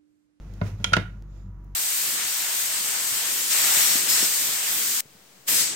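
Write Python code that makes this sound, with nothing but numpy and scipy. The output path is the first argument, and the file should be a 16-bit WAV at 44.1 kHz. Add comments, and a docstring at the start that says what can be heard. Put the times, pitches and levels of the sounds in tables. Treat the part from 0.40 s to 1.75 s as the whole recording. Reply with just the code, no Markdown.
"""A hollow thud, just after a faint tick: a wooden walking toy's front foot lands on a wooden ramp.
As a hand sets it at the top, the loose leg clacks twice against the body and the rear foot knocks down;
each blow rings ramp, body and leg. Around the blows are light ticks, a dry click, the rub of fingers
and the ramp's low rumble. The place is a small quiet room with mains hum and steady room tone,
heard through a stereo pair of microphones with a subdued top end."""
import sys
import numpy as np
from scipy import signal
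from scipy.io import wavfile
from scipy.ndimage import uniform_filter1d, minimum_filter1d

SR = 44100
rng = np.random.default_rng(int(sys.argv[2]) if len(sys.argv) > 2 else 0)


def digitize_waveform(pressure):
    """Quantize a signal to 16-bit integers and store it at the path in sys.argv[1].

    Rows of a 2-D input are taken as channels; values are limited to [-1, 1].
    """
    field = np.atleast_2d(pressure).T
    bounded = np.clip(field, -1, 1)
    quanta = np.round(bounded * 32767).astype(np.int16)
    wavfile.write(sys.argv[1], SR, quanta)


N = 59535
T = np.arange(N) / SR

# Modes of the ramp: f/Hz, level/dB, t60/s, balance/dB (left microphone over right)
RAMP_MODES = [(100.9, 0, 0.22, 0), (174.4, 1, 0.11, 2), (243, -9, .05, -6), (414.3, -15.5, .06, 9),
              (588.3, -7, 0.061, 1), (713, -15, 0.063, -5), (1007, -11, 0.048, -10.5),
              (1397, -14.5, .05, -3.5), (2140, -14, 0.12, -9.5)]
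# Modes of the toy's body: f/Hz, level/dB, t60/s, balance/dB
BODY_MODES = [(1326, -4, 0.052, 2.5), (1436, 2.5, 0.053, -3.5), (1647, -21.5, 0.12, -6),
              (2222, -11.5, 0.045, -6), (2386, -19.5, 0.019, -6), (2837, -17, 0.037, -4.5),
              (3710, -7, 0.032, -6), (4747, -12, 0.026, -12), (6190, -19, .026, -12)]
# Modes of the swinging leg: f/Hz, level/dB, t60/s, balance/dB
LEG_MODES = [(1380, -6, 0.04, 0.5), (1740, -33.5, .03, -10.5), (2272, -2, 0.013, -7),
             (3220, 2, 0.034, -3.5), (3400, -3, 0.018, -12.5), (5050, -14, 0.022, -5.5),
             (5656, -8, 0.018, -11.5), (6866, -5.5, .016, -13), (10160, 7, 0.0041, -1.5),
             (11090, -3.5, .004, -10.5)]
# The toy strikes the ramp or its own leg: t/s, ramp level/dB, body level/dB, leg level/dB,
# crack level/dB, contact low-pass f/Hz, crack high-pass f/Hz, crack treble shelf/dB
TOY_BLOWS = [(0.2135, -18, -33, -54.5, -22.5, 1200, 450, -1.5),
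             (0.3977, -34.5, -51.5, -60, -47.5, 600, 204, -1.5),
             (0.4419, -49, -25.5, -12.5, -10, 7500, 800, 1),
             (0.5209, -25.5, -36, -67, -26.5, 1300, 199, -6),
             (0.5313, -55, -38.5, -24, -15.5, 7900, 2000, -8),
             (0.5338, -41.5, -6.5, -35, -7.5, 5000, 650, -7.5),
             (0.5652, -40, -34, -38.5, -18, 8000, 500, 7), (0.5666, -18, -38, -39, -9.5, 2100, 280, -19)]


def toy_blows():
    """Each blow rings ramp, body and leg in its own shares; a softer contact dulls ramp and crack."""
    out = np.zeros((2, N))
    ramp = cut(wood_ring(RAMP_MODES, build_s=0.0019), 70, "high")   # a narrow ramp radiates little bass
    body = wood_ring(BODY_MODES, build_s=0.0014)
    leg = wood_ring(LEG_MODES, build_s=0.0014)
    for s, ramp_db, body_db, leg_db, crack_db, contact_hz, bass_hz, top_db in TOY_BLOWS:
        crack = cut(contact_crack(), contact_hz, "low")
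        crack = cut(crack, bass_hz, "high")
        crack = crack + (from_db(top_db) - 1) * cut(crack, 9000, "high", order=1)
        add(out, s, from_db(crack_db) * scale_attack(crack))
        add(out, s, from_db(ramp_db) * cut(ramp, contact_hz, "low"))
        add(out, s, from_db(body_db) * body + from_db(leg_db) * leg)
    return out


def wood_ring(modes, build_s):
    """Struck wood: neighbouring modes start in opposite phase and beat as they die."""
    out, size = 0, int(.3 * SR)
    for k, (hz, db, t60, balance_db) in enumerate(modes):
        # higher modes reach the two microphones out of step
        skew = (-1) ** (k // 2) * np.arccos(correlation(hz)) / 2 * np.array([[1], [-1]])
        mode = swell_and_die(build_s, t60, size) * np.sin(2 * np.pi * hz * T[:size] + skew)
        out = out + (-1) ** k * from_db(db) * pan(balance_db) * mode
    return out


# Wood's many short modes, as bands: f/Hz, relative level/dB per Hz, t60/s, balance/dB
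CRACK_BANDS = [(199.4, 4, .04, 2.5), (570, -0.5, 0.05, -1.5), (1070, -4, 0.033, 2),
               (2374.5, -1, 0.043, -6.5), (4200, -3.5, 0.025, -3.5), (6800, -9.5, 0.045, -14),
               (9400, -2, .015, -1.5), (14060, -3, .014, -2)]


def contact_crack():
    """The brief dense rattle of modes where wood meets wood."""
    return scale_attack(dying_noise(CRACK_BANDS, build_s=0.00052, length_s=.06))


# Light contacts at the leg's pivot: t/s, level/dB, high-pass f/Hz
PIVOT_TICKS = [(0.1363, -40.5, 2936), (0.315, -50, 5920), (1.2425, -42, 11240)]


def pivot_ticks():
    """The pivot ticks while the toy is held: only the treble of a crack."""
    out, crack = np.zeros((2, N)), contact_crack()
    for s, db, bass_hz in PIVOT_TICKS:
        add(out, s, from_db(db) * cut(crack, bass_hz, "high"))
    return out


def dry_click(at_s=.8235):
    """One tiny click, dead centre, with a dull pop and no ring."""
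    pulse = np.zeros((2, N))
    pulse[:, int(at_s * SR)] = 1
    pop = cut(pulse, 493, "low")
    return from_db(-32) * pulse + from_db(-11.5) * pop


# Colour of skin and wood rubbing on wood: f/Hz, relative level/dB per Hz, balance/dB
RUB_SPECTRUM = [(147, 22.5, -2), (402, 22, -2), (1080, 10, 5), (1930, 8.5, -9), (3970, -0.5, -8),
                (6800, -0.5, -14), (9500, 3, -2), (14970, 0.5, -7.5)]
# Strength of the rubbing: t/s, gain/dB
RUB_ENVELOPE = [(0, -64), (.2, -61.5), (.235, -54), (.27, -47), (.32, -56.5), (.37, -63.5), (.41, -57.5),
                (.5, -54.5), (.7, -66), (.87, -75), (.98, -67), (1.12, -84.5), (1.27, -76.5), (1.35, -78.5)]


def handling_rub():
    """Fingers and the toy's feet rub on the wood: a soft noise that follows the handling."""
    return envelope(RUB_ENVELOPE) * steady_noise(RUB_SPECTRUM)


# Lowest resonances of the hollow ramp: f/Hz, width/Hz, relative level/dB
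RUMBLE_RESONANCES = [(100.8, 22, -1.5), (179, 39, -9)]
# How hard the hand shakes the ramp: t/s, gain/dB
RUMBLE_ENVELOPE = [(0, -45), (.18, -45.5), (.33, -35), (.45, -36.5), (.62, -37.5), (.8, -43.5), (.92, -67),
                   (1.04, -42.5), (1.15, -50), (1.35, -65.5)]


def ramp_rumble():
    """The hand stirs the hollow ramp into a low rumble."""
    rumble = sum(from_db(db) * resonant_noise(hz, width) for hz, width, db in RUMBLE_RESONANCES)
    return envelope(RUMBLE_ENVELOPE) * rumble


# Resonances of a foot sliding on the ramp: f/Hz, width/Hz, relative level/dB
SLIDE_RESONANCES = [(3560, 390, -1), (3900, 340, -5.5), (4960, 340, -0.5), (5700, 300, -7),
                    (7030, 840, 6.5)]


def foot_slide(middle_s=0.98, half_width_s=0.09):
    """A foot slips a little and stirs a few woody resonances, mostly in the right microphone."""
    hiss = 0
    for hz, width, db in SLIDE_RESONANCES:
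        hiss = hiss + from_db(db) * np.array([resonant_noise(hz, width), resonant_noise(hz, width)])
    swell = np.exp(-((T - middle_s) / half_width_s) ** 2)
    return from_db(-80.5) * swell * pan(-11.5) * hiss


# The small room's reverberation: f/Hz, level/dB per Hz, t60/s, balance/dB
REVERB_BANDS = [(90, -13, 0.13, -0.5), (196, -2.5, 0.23, 0), (520, -9.5, 0.097, 2), (1400, -12, 0.31, -5.5),
                (3000, -10.5, .3, 1.5), (6026, -12.5, 0.15, 0.5), (9800, -11, .3, 0.5),
                (15000, -10, .28, -2.5)]


def room_reverb(direct, first_echo_s=0.011):
    """The diffuse tail starts with the first wall echo, whose path is about 4 m longer than direct."""
    out = np.zeros((2, N))
    tail = dying_noise(REVERB_BANDS, build_s=0.0017, length_s=.6)
    add(out, first_echo_s, signal.fftconvolve(direct, tail, axes=1))
    return out


# Partials of the mains hum: f/Hz, rms level/dB, share of the amplitude that wavers
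HUM_PARTIALS = [(48.3, -40, .04), (95.8, -51.5, 0.098), (146, -57.5, 0.75), (193.6, -59.5, 0.2),
                (332.6, -69, 0.62), (966, -76, 0.68)]


def mains_hum():
    """A low hum, alike in both microphones; each partial wavers slowly in level."""
    out = 0
    for hz, db, share in HUM_PARTIALS:
        waver = np.interp(T, np.linspace(0, T[-1], num=12), rng.standard_normal(size=12))
        tone = np.sqrt(2) * np.sin(2 * np.pi * (hz * T + rng.random()))
        out = out + from_db(db) * (1 + share * waver) * tone
    return out


# The quiet room at the microphones: f/Hz, level/dB per Hz, balance/dB
ROOM_TONE_SPECTRUM = [(25, -50.5, 7), (60, -31, 13), (110, -29.5, 5), (180, -36.5, 6.5), (280, -42, 4.5),
                      (493.4, -53, -0.5), (900, -56, -7), (1300, -52, -5), (2000, -70, -11),
                      (3450, -82.5, 3.5), (7000, -72, -5.5), (9550, -73.5, -2), (15160, -66, 3)]


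def room_tone():
    """The room's steady noise, mostly bass and leaning left."""
    return steady_noise(ROOM_TONE_SPECTRUM)


# Likeness of the two microphones' signals: f/Hz, left-right correlation
PAIR_CORRELATION = [(60, .99), (140, 1), (300, 0.9), (1300, 0.43), (2500, 0), (8000, 0)]


def correlation(hz):
    """The pair hears the bass alike and the treble unrelated."""
    return at_hz(PAIR_CORRELATION, hz)[0]


def noise_bands(size=N):
    """Half-octave bands of noise as the pair hears them: yields (centre f/Hz, stereo band)."""
    edges = 16000 / 2 ** np.arange(9.5, -.1, -.5)
    white = rng.standard_normal((2, 2, size + SR // 10))
    for k, (low, high) in enumerate(zip(edges, edges[1:])):
        band_pass = signal.butter(2, [low, high], "band", fs=SR, output="sos")
        mid, side = signal.sosfilt(band_pass, white[k % 2])[:, -size:]
        hz = np.sqrt(low * high)
        alike = correlation(hz)
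        yield hz, np.sqrt((1 + alike) / 2) * mid + np.sqrt((1 - alike) / 2) * side * [[1], [-1]]


def steady_noise(spectrum):
    """Noise with a given colour and balance."""
    out = 0
    for hz, band in noise_bands():
        db, balance_db = at_hz(spectrum, hz)
        out = out + from_db(db) * pan(balance_db) * band
    return out


def dying_noise(bands, build_s, length_s):
    """Countless modes, each band with its own decay; at 0 dB a band passes energy unchanged."""
    out, size = 0, int(length_s * SR)
    for hz, band in noise_bands(size):
        db, t60, balance_db = at_hz(bands, hz)
        burst = band * swell_and_die(build_s, t60, size)
        spectrum_share = hz / np.sqrt(2) / SR
        energy = np.sum(burst ** 2, axis=1, keepdims=True)
        out = out + from_db(db) * pan(balance_db) * burst * np.sqrt(spectrum_share / energy)
    return out


def resonant_noise(hz, width_hz):
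    """Noise through one resonance applied twice; rms 1."""
    b, a = signal.iirpeak(hz, hz / width_hz, fs=SR)
    white = rng.standard_normal(N + SR // 4)
    narrow = signal.lfilter(b, a, signal.lfilter(b, a, white))[-N:]
    return narrow / np.std(narrow)


def swell_and_die(build_s, t60, size):
    """A quick build-up and an exponential decay."""
    return (1 - np.exp(-T[:size] / build_s)) * np.exp(-np.log(1000) * T[:size] / t60)


def scale_attack(burst):
    """Scale a burst by the rms of its first 5 ms so that it peaks near 1."""
    return burst / np.sqrt(np.mean(burst[:, :SR // 200] ** 2)) / np.pi


def from_db(db):
    """Decibels to gain."""
    return 10 ** (np.asarray(db) / 20)


def envelope(points):
    """A gain curve through (t/s, gain/dB) points."""
    return from_db(np.interp(T, *np.transpose(points)))


def pan(db):
    """Left and right gains for a level difference."""
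    return from_db(np.array([[db], [-db]]) / 2)


def at_hz(table, hz):
    """A table's columns at one frequency."""
    table_hz, *columns = np.transpose(table)
    return [np.interp(np.log(hz), np.log(table_hz), column) for column in columns]


def cut(x, hz, kind, order=2):
    """Butterworth low- or high-pass."""
    return signal.sosfilt(signal.butter(order, hz, kind, fs=SR, output="sos"), x + 1e-18)


def add(out, s, sound):
    """Mix a sound in from time s."""
    start = int(s * SR)
    out[:, start:start + sound.shape[-1]] += sound[..., :N - start]


def scene():
    """The toy and its room echo, then the handling, over hum and room tone."""
    wood = toy_blows() + pivot_ticks()
    toy = wood + room_reverb(wood) + dry_click()
    handling = handling_rub() + foot_slide() + ramp_rumble()
    return toy + handling + mains_hum() + room_tone()


def record(dry):
    """The microphones' treble steps down, a quick limiter holds the highest peaks and the top is cut."""
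    shelf_hz, shelf_db, ceiling, top_hz = 7040, -10, .9, 15700
    treble = cut(dry, shelf_hz, "high", order=17)
    heard = cut(dry, shelf_hz, "low", order=17) + from_db(shelf_db) * treble
    gain = ceiling / np.maximum(np.abs(heard), ceiling)
    gain = uniform_filter1d(minimum_filter1d(gain, size=89), size=89)   # held and smoothed over 2 ms
    top_cut = signal.ellip(10, .1, 90, top_hz, fs=SR, output="sos")
    return signal.sosfilt(top_cut, gain * heard)


dry = scene()
out = record(dry)
digitize_waveform(out)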